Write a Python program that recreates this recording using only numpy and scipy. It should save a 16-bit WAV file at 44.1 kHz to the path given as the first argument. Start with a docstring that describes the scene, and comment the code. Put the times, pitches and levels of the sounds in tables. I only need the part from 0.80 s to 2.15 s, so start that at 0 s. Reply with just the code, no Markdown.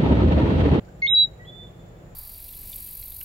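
"""A tree frog, close up on a leaf at night, gives one two-note whistle: a short low note, then a loud
high one that rattles in as the voice breaks and slides up, filtered by the vocal sac.
A second frog answers from farther off, and leaves, walls and garden echo both.
Underneath sit rumble and hiss, a low machine hum, a thin band of insects and faint foliage ticks."""
import sys
import numpy as np
from scipy import signal
from scipy.fft import rfft, irfft
from scipy.io import wavfile

SR = 44100
rng = np.random.default_rng(int(sys.argv[2]) if len(sys.argv) > 2 else 0)


def inscribe(sig):
    """Save sig as 16-bit PCM at rate SR to the path in sys.argv[1].

    A 1-D sig is mono; a 2-D sig holds one channel per row.
    Samples are clipped to [-1, 1] before scaling.
    """
    pcm = np.round(np.clip(np.atleast_2d(sig).T, -1, 1) * 32767)
    wavfile.write(sys.argv[1], SR, pcm.astype(np.int16))


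N = 59535
T = np.arange(N) / SR
FREQS = np.maximum(np.arange(N // 2 + 1) * SR / N, 1)


def amp(db):
    """Decibels to gain."""
    return 10 ** (np.asarray(db) / 20)


def unit(x):
    """Scale to rms 1."""
    return x / np.sqrt(np.mean(x ** 2))


def noise(gain):
    """Noise of rms 1, shaped by a gain at each frequency."""
    return unit(irfft(rfft(rng.standard_normal(N)) * gain, N))


def passband(hz, width_hz, order):
    """Gain curve of a flat-topped resonance."""
    return 1 / np.sqrt(1 + np.abs((FREQS - hz) / width_hz * 2) ** (2 * order))


def band(hz, width_hz):
    """A band of noise, unrelated left and right."""
    return np.array([noise(passband(hz, width_hz, order=3)) for _ in range(2)])


def wander(rate_hz):
    """Smooth random modulation of rms 1."""
    return noise(np.exp(-(FREQS / rate_hz) ** 2))


def on_spectrum(points):
    """Join (frequency, value) points on a log-frequency axis."""
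    hz, value = np.array(points).T
    return np.interp(np.log(FREQS), np.log(hz), value)


def gate(start, end, attack_s, release_s):
    """Linear attack, hold, exponential release."""
    return np.clip((T - start) / attack_s, 0, 1) * np.exp(-np.maximum(T - end, 0) / release_s)


def place(tone, pan_db, lead_rad):
    """Put a complex tone in stereo: left is louder by pan_db and ahead by lead_rad."""
    left = amp(pan_db / 2) * np.exp(.5j * lead_rad)
    right = amp(-pan_db / 2) * np.exp(-.5j * lead_rad)
    return np.imag([tone * left, tone * right]) * 2 * np.sqrt(2) / np.abs(left + right)


def phase_of(hz):
    """Running phase of a pitch curve."""
    return 2 * np.pi * np.cumsum(hz) / SR


def night_air():
    """A steady bed: centred rumble under wide, faint hiss."""
    # (frequency [Hz], relative noise density [dB])
    spectrum = [(20, -27), (45, 1), (75, -9), (110, -5), (170, -3.5), (230, -14), (320, -16), (540, -14),
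                (800, -22.5), (1050, -29.5), (1800, -33), (3000, -39.5), (5000, -46.5), (6500, -47),
                (9500, -53.5), (15000, -48)]
    # (frequency [Hz], left-right correlation [ratio])
    correlation = [(50, .98), (170, .93), (350, .66), (700, .12), (1400, -.3), (3000, 0), (12000, 0)]
    gain = amp(on_spectrum(spectrum))
    alike = np.clip(on_spectrum(correlation), -.9, .995)
    side_gain = gain * np.sqrt((1 - alike) / (1 + alike))
    side = noise(side_gain) * np.sqrt(np.sum(side_gain ** 2) / np.sum(gain ** 2))
    return amp(-46.3) * (noise(gain) + side * np.array([[1], [-1]]))


def machine_hum():
    """A machine drones in low sine tones, each wavering slightly in pitch."""
    # hum tones (pitch [Hz], level [dB])
    tones = [(59, -55), (99.6, -55), (120, -55.5), (165, -57), (348, -61), (492, -67), (714, -71),
             (828, -71)]
    return sum(amp(db) * np.sqrt(2) * np.sin(phase_of(hz + 1.2 * wander(5)) + rng.uniform(0, 2 * np.pi))
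               for hz, db in tones)


def insects():
    """Far insects blur into a thin, flickering band, a little to the left."""
    chorus = band(7140, width_hz=480) * amp(-72.3 + 2.3 * wander(40))
    return chorus * amp([[1], [-1]])


def foliage_ticks():
    """Soft ticks in the leaves, each a tiny burst of band noise."""
    # (time [s], centre [Hz], width [Hz], decay [s], level [dB])
    ticks = [(.081, 1570, 200, .009, -53), (.047, 5000, 1800, .012, -66), (.085, 5000, 5000, .01, -66),
             (.977, 10000, 6000, .004, -71)]
    return sum(amp(db) * gate(start, start + .003, .003, decay) * band(hz, width)
               for start, hz, width, decay, db in ticks)


def low_note(note, overtones=(), flare_gain=0):
    """A short, raspy whistle that snaps in and lifts at the end; its octave can flare at both ends."""
    start, length, hz, db, pan_db, lead_rad = note
    end = start + length
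    lift_hz, lift_s, flare_s = 55, .006, .005
    lift = lift_hz * np.exp(-np.abs(T - end) / lift_s)
    phase = phase_of((hz + lift) * (1 + .0015 * wander(300)))
    envelope = gate(start, end, attack_s=.007, release_s=.006)
    whistle = place(envelope * np.exp(1j * phase), pan_db, lead_rad)
    flare = gate(start, start, .0006, flare_s) + envelope * np.exp(-np.abs(T - end + .003) / flare_s)
    upper = envelope * sum(amp(level) * np.exp(1j * k * phase) for k, level in overtones)
    octave = flare_gain * flare * (1 + .4 * wander(500)) * np.exp(2j * phase)
    snap = amp(-20.5) * gate(start, start, attack_s=.0005, release_s=.003)
    rasp = (amp(-33) * envelope + snap) * band(3200, width_hz=2100)
    return amp(db) * (whistle + place(upper + octave, pan_db=-1.5, lead_rad=.8) + rasp)


def high_note(note, effort, overtones=()):
    """A whistle through the vocal sac: it rattles in, scoops up, levels off and sags as it ends."""
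    start, end, top_hz, rise_hz = note
    times, *curves = np.array(effort).T
    db, pan_db, lead_rad = (np.interp(T, times, curve) for curve in curves)
    age = np.maximum(T - start, 0)
    scoop_hz, scoop_s, rise_s = 760, .006, .044
    sag_hz, sag_s = 48, .011
    hz = top_hz - scoop_hz * np.exp(-age / scoop_s) - rise_hz * np.exp(-age / rise_s)
    hz -= sag_hz * np.exp(np.minimum((T - end) / sag_s, 1))
    phase = phase_of(hz * (1 + .0005 * wander(150)))
    rattle_hz, rattle_s = 400, .012  # the voice breaks between the notes
    rattle_depth = .65 * np.exp(-(age / rattle_s) ** 2)
    rattle = rattle_depth * np.cos(phase_of(rattle_hz * (1 + .3 * wander(250))))
    envelope = gate(start, end, attack_s=.002, release_s=.0055) * (1 + rattle)
    whistle = place(amp(db) * envelope * np.exp(1j * phase), pan_db, lead_rad)
    vocal_sac = passband(3600, width_hz=1300, order=6)
    whistle = irfft(rfft(whistle) * vocal_sac, N)
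    # Overtones fade in as the rattle settles and swell less than the whistle.
    fade_in = np.minimum(age / .014, 1) ** 2
    pivot_db, growth = -15, .45
    brightness = amp(pivot_db + growth * (db - pivot_db)) * envelope * fade_in
    upper = brightness * sum(amp(level) * np.exp(1j * k * phase) for k, level in overtones)
    return whistle + place(upper, pan_db=3, lead_rad=1.3)


def near_frog():
    """The close call: two whistled notes, bright with overtones."""
    # (start [s], length [s], pitch [Hz], level [dB], pan left [dB], left lead [rad])
    low = (.2195, .047, 2136, -27.2, 1, 2.26)
    # (harmonic [number], relative level [dB])
    low_overtones = [(2, -32), (3, -33.5), (4, -53), (5, -50), (6, -58), (7, -54)]
    # (start [s], end [s], top pitch [Hz], slow rise [Hz])
    high = (.2665, .4505, 3914, 205)
    # high note's swell (time [s], level before the sac [dB], pan left [dB], left lead [rad])
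    effort = [(.267, -34, 0, .6), (.28, -22, -2, -.1), (.284, -24.5, -7, -.6), (.298, -21.5, -19, .3),
              (.31, -22.5, -7, 1.5), (.322, -20.3, -1, 1.3), (.336, -15.8, 3, .6), (.355, -15.7, 1, -.4),
              (.38, -14.3, -3, -.4), (.412, -14.8, -4, -.5), (.443, -17.3, 1, -.4), (.451, -22, 6, .5)]
    # (harmonic [number], relative level [dB])
    high_overtones = [(2, -58), (3, -63.5), (4, -50)]
    return low_note(low, low_overtones, flare_gain=amp(-14)) + high_note(high, effort, high_overtones)


def far_frog():
    """The answer from the right: lower, faint and without overtones."""
    # (start [s], length [s], pitch [Hz], level [dB], pan left [dB], left lead [rad])
    low = (.592, .06, 1938, -58.5, -3.5, -2.4)
    # (start [s], end [s], top pitch [Hz], slow rise [Hz])
    high = (.645, .868, 3526, 220)
    # high note's swell (time [s], level before the sac [dB], pan left [dB], left lead [rad])
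    effort = [(.646, -59, 0, 0), (.665, -58, 0, 0), (.682, -45, -3, .3), (.702, -45, -4, .3),
              (.713, -57, -5, .6), (.737, -48, 0, .6), (.77, -47.5, -10, .6), (.8, -43.5, -9, .6),
              (.852, -46, -6, .6), (.866, -53, -6, .6)]
    return low_note(low) + high_note(high, effort)


def reflections(near, far, surface):
    """A decaying cloud of reflections of both frogs, different on each side."""
    delay, t60, near_db, far_db = surface
    tail = rng.standard_normal((2, N)) * (T > delay) * np.exp(-np.log(1000) * T / t60)
    send = amp(near_db) * near + amp(far_db) * far
    return signal.fftconvolve(send, unit(tail) / np.sqrt(N), axes=1)[:, :N]


def echoes(near, far):
    """Leaves throw the calls back first; walls and garden follow, darker and fluttering."""
    # reflectors (pre-delay [s], 60 dB decay [s], near frog send [dB], far frog send [dB])
    leaves = (.008, .085, -17.5, -14)
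    walls = (.028, .18, -31, -15)
    garden = (.05, 1.05, -48, -19)
    # tone of the late echoes (frequency [Hz], gain [dB])
    late_eq = [(2100, 7), (3300, 7), (3900, -1), (8000, -2)]
    colour = amp(on_spectrum(late_eq))
    darkened = [irfft(rfft(frog) * colour, N) for frog in (near, far)]
    late = reflections(*darkened, walls) + reflections(*darkened, garden)
    flutter = amp(3 * wander(rate_hz=55))
    return reflections(near, far, leaves) + late * flutter


def scene():
    """Call, answer and echoes over the night ambience."""
    near, far = near_frog(), far_frog()
    return near + far + echoes(near, far) + night_air() + machine_hum() + insects() + foliage_ticks()


def record(dry):
    """A steep low-pass trims the highest treble."""
    cutoff_hz = 15700
    return signal.sosfilt(signal.ellip(10, .1, 80, cutoff_hz, fs=SR, output="sos"), dry)


dry = scene()
out = record(dry)
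inscribe(out)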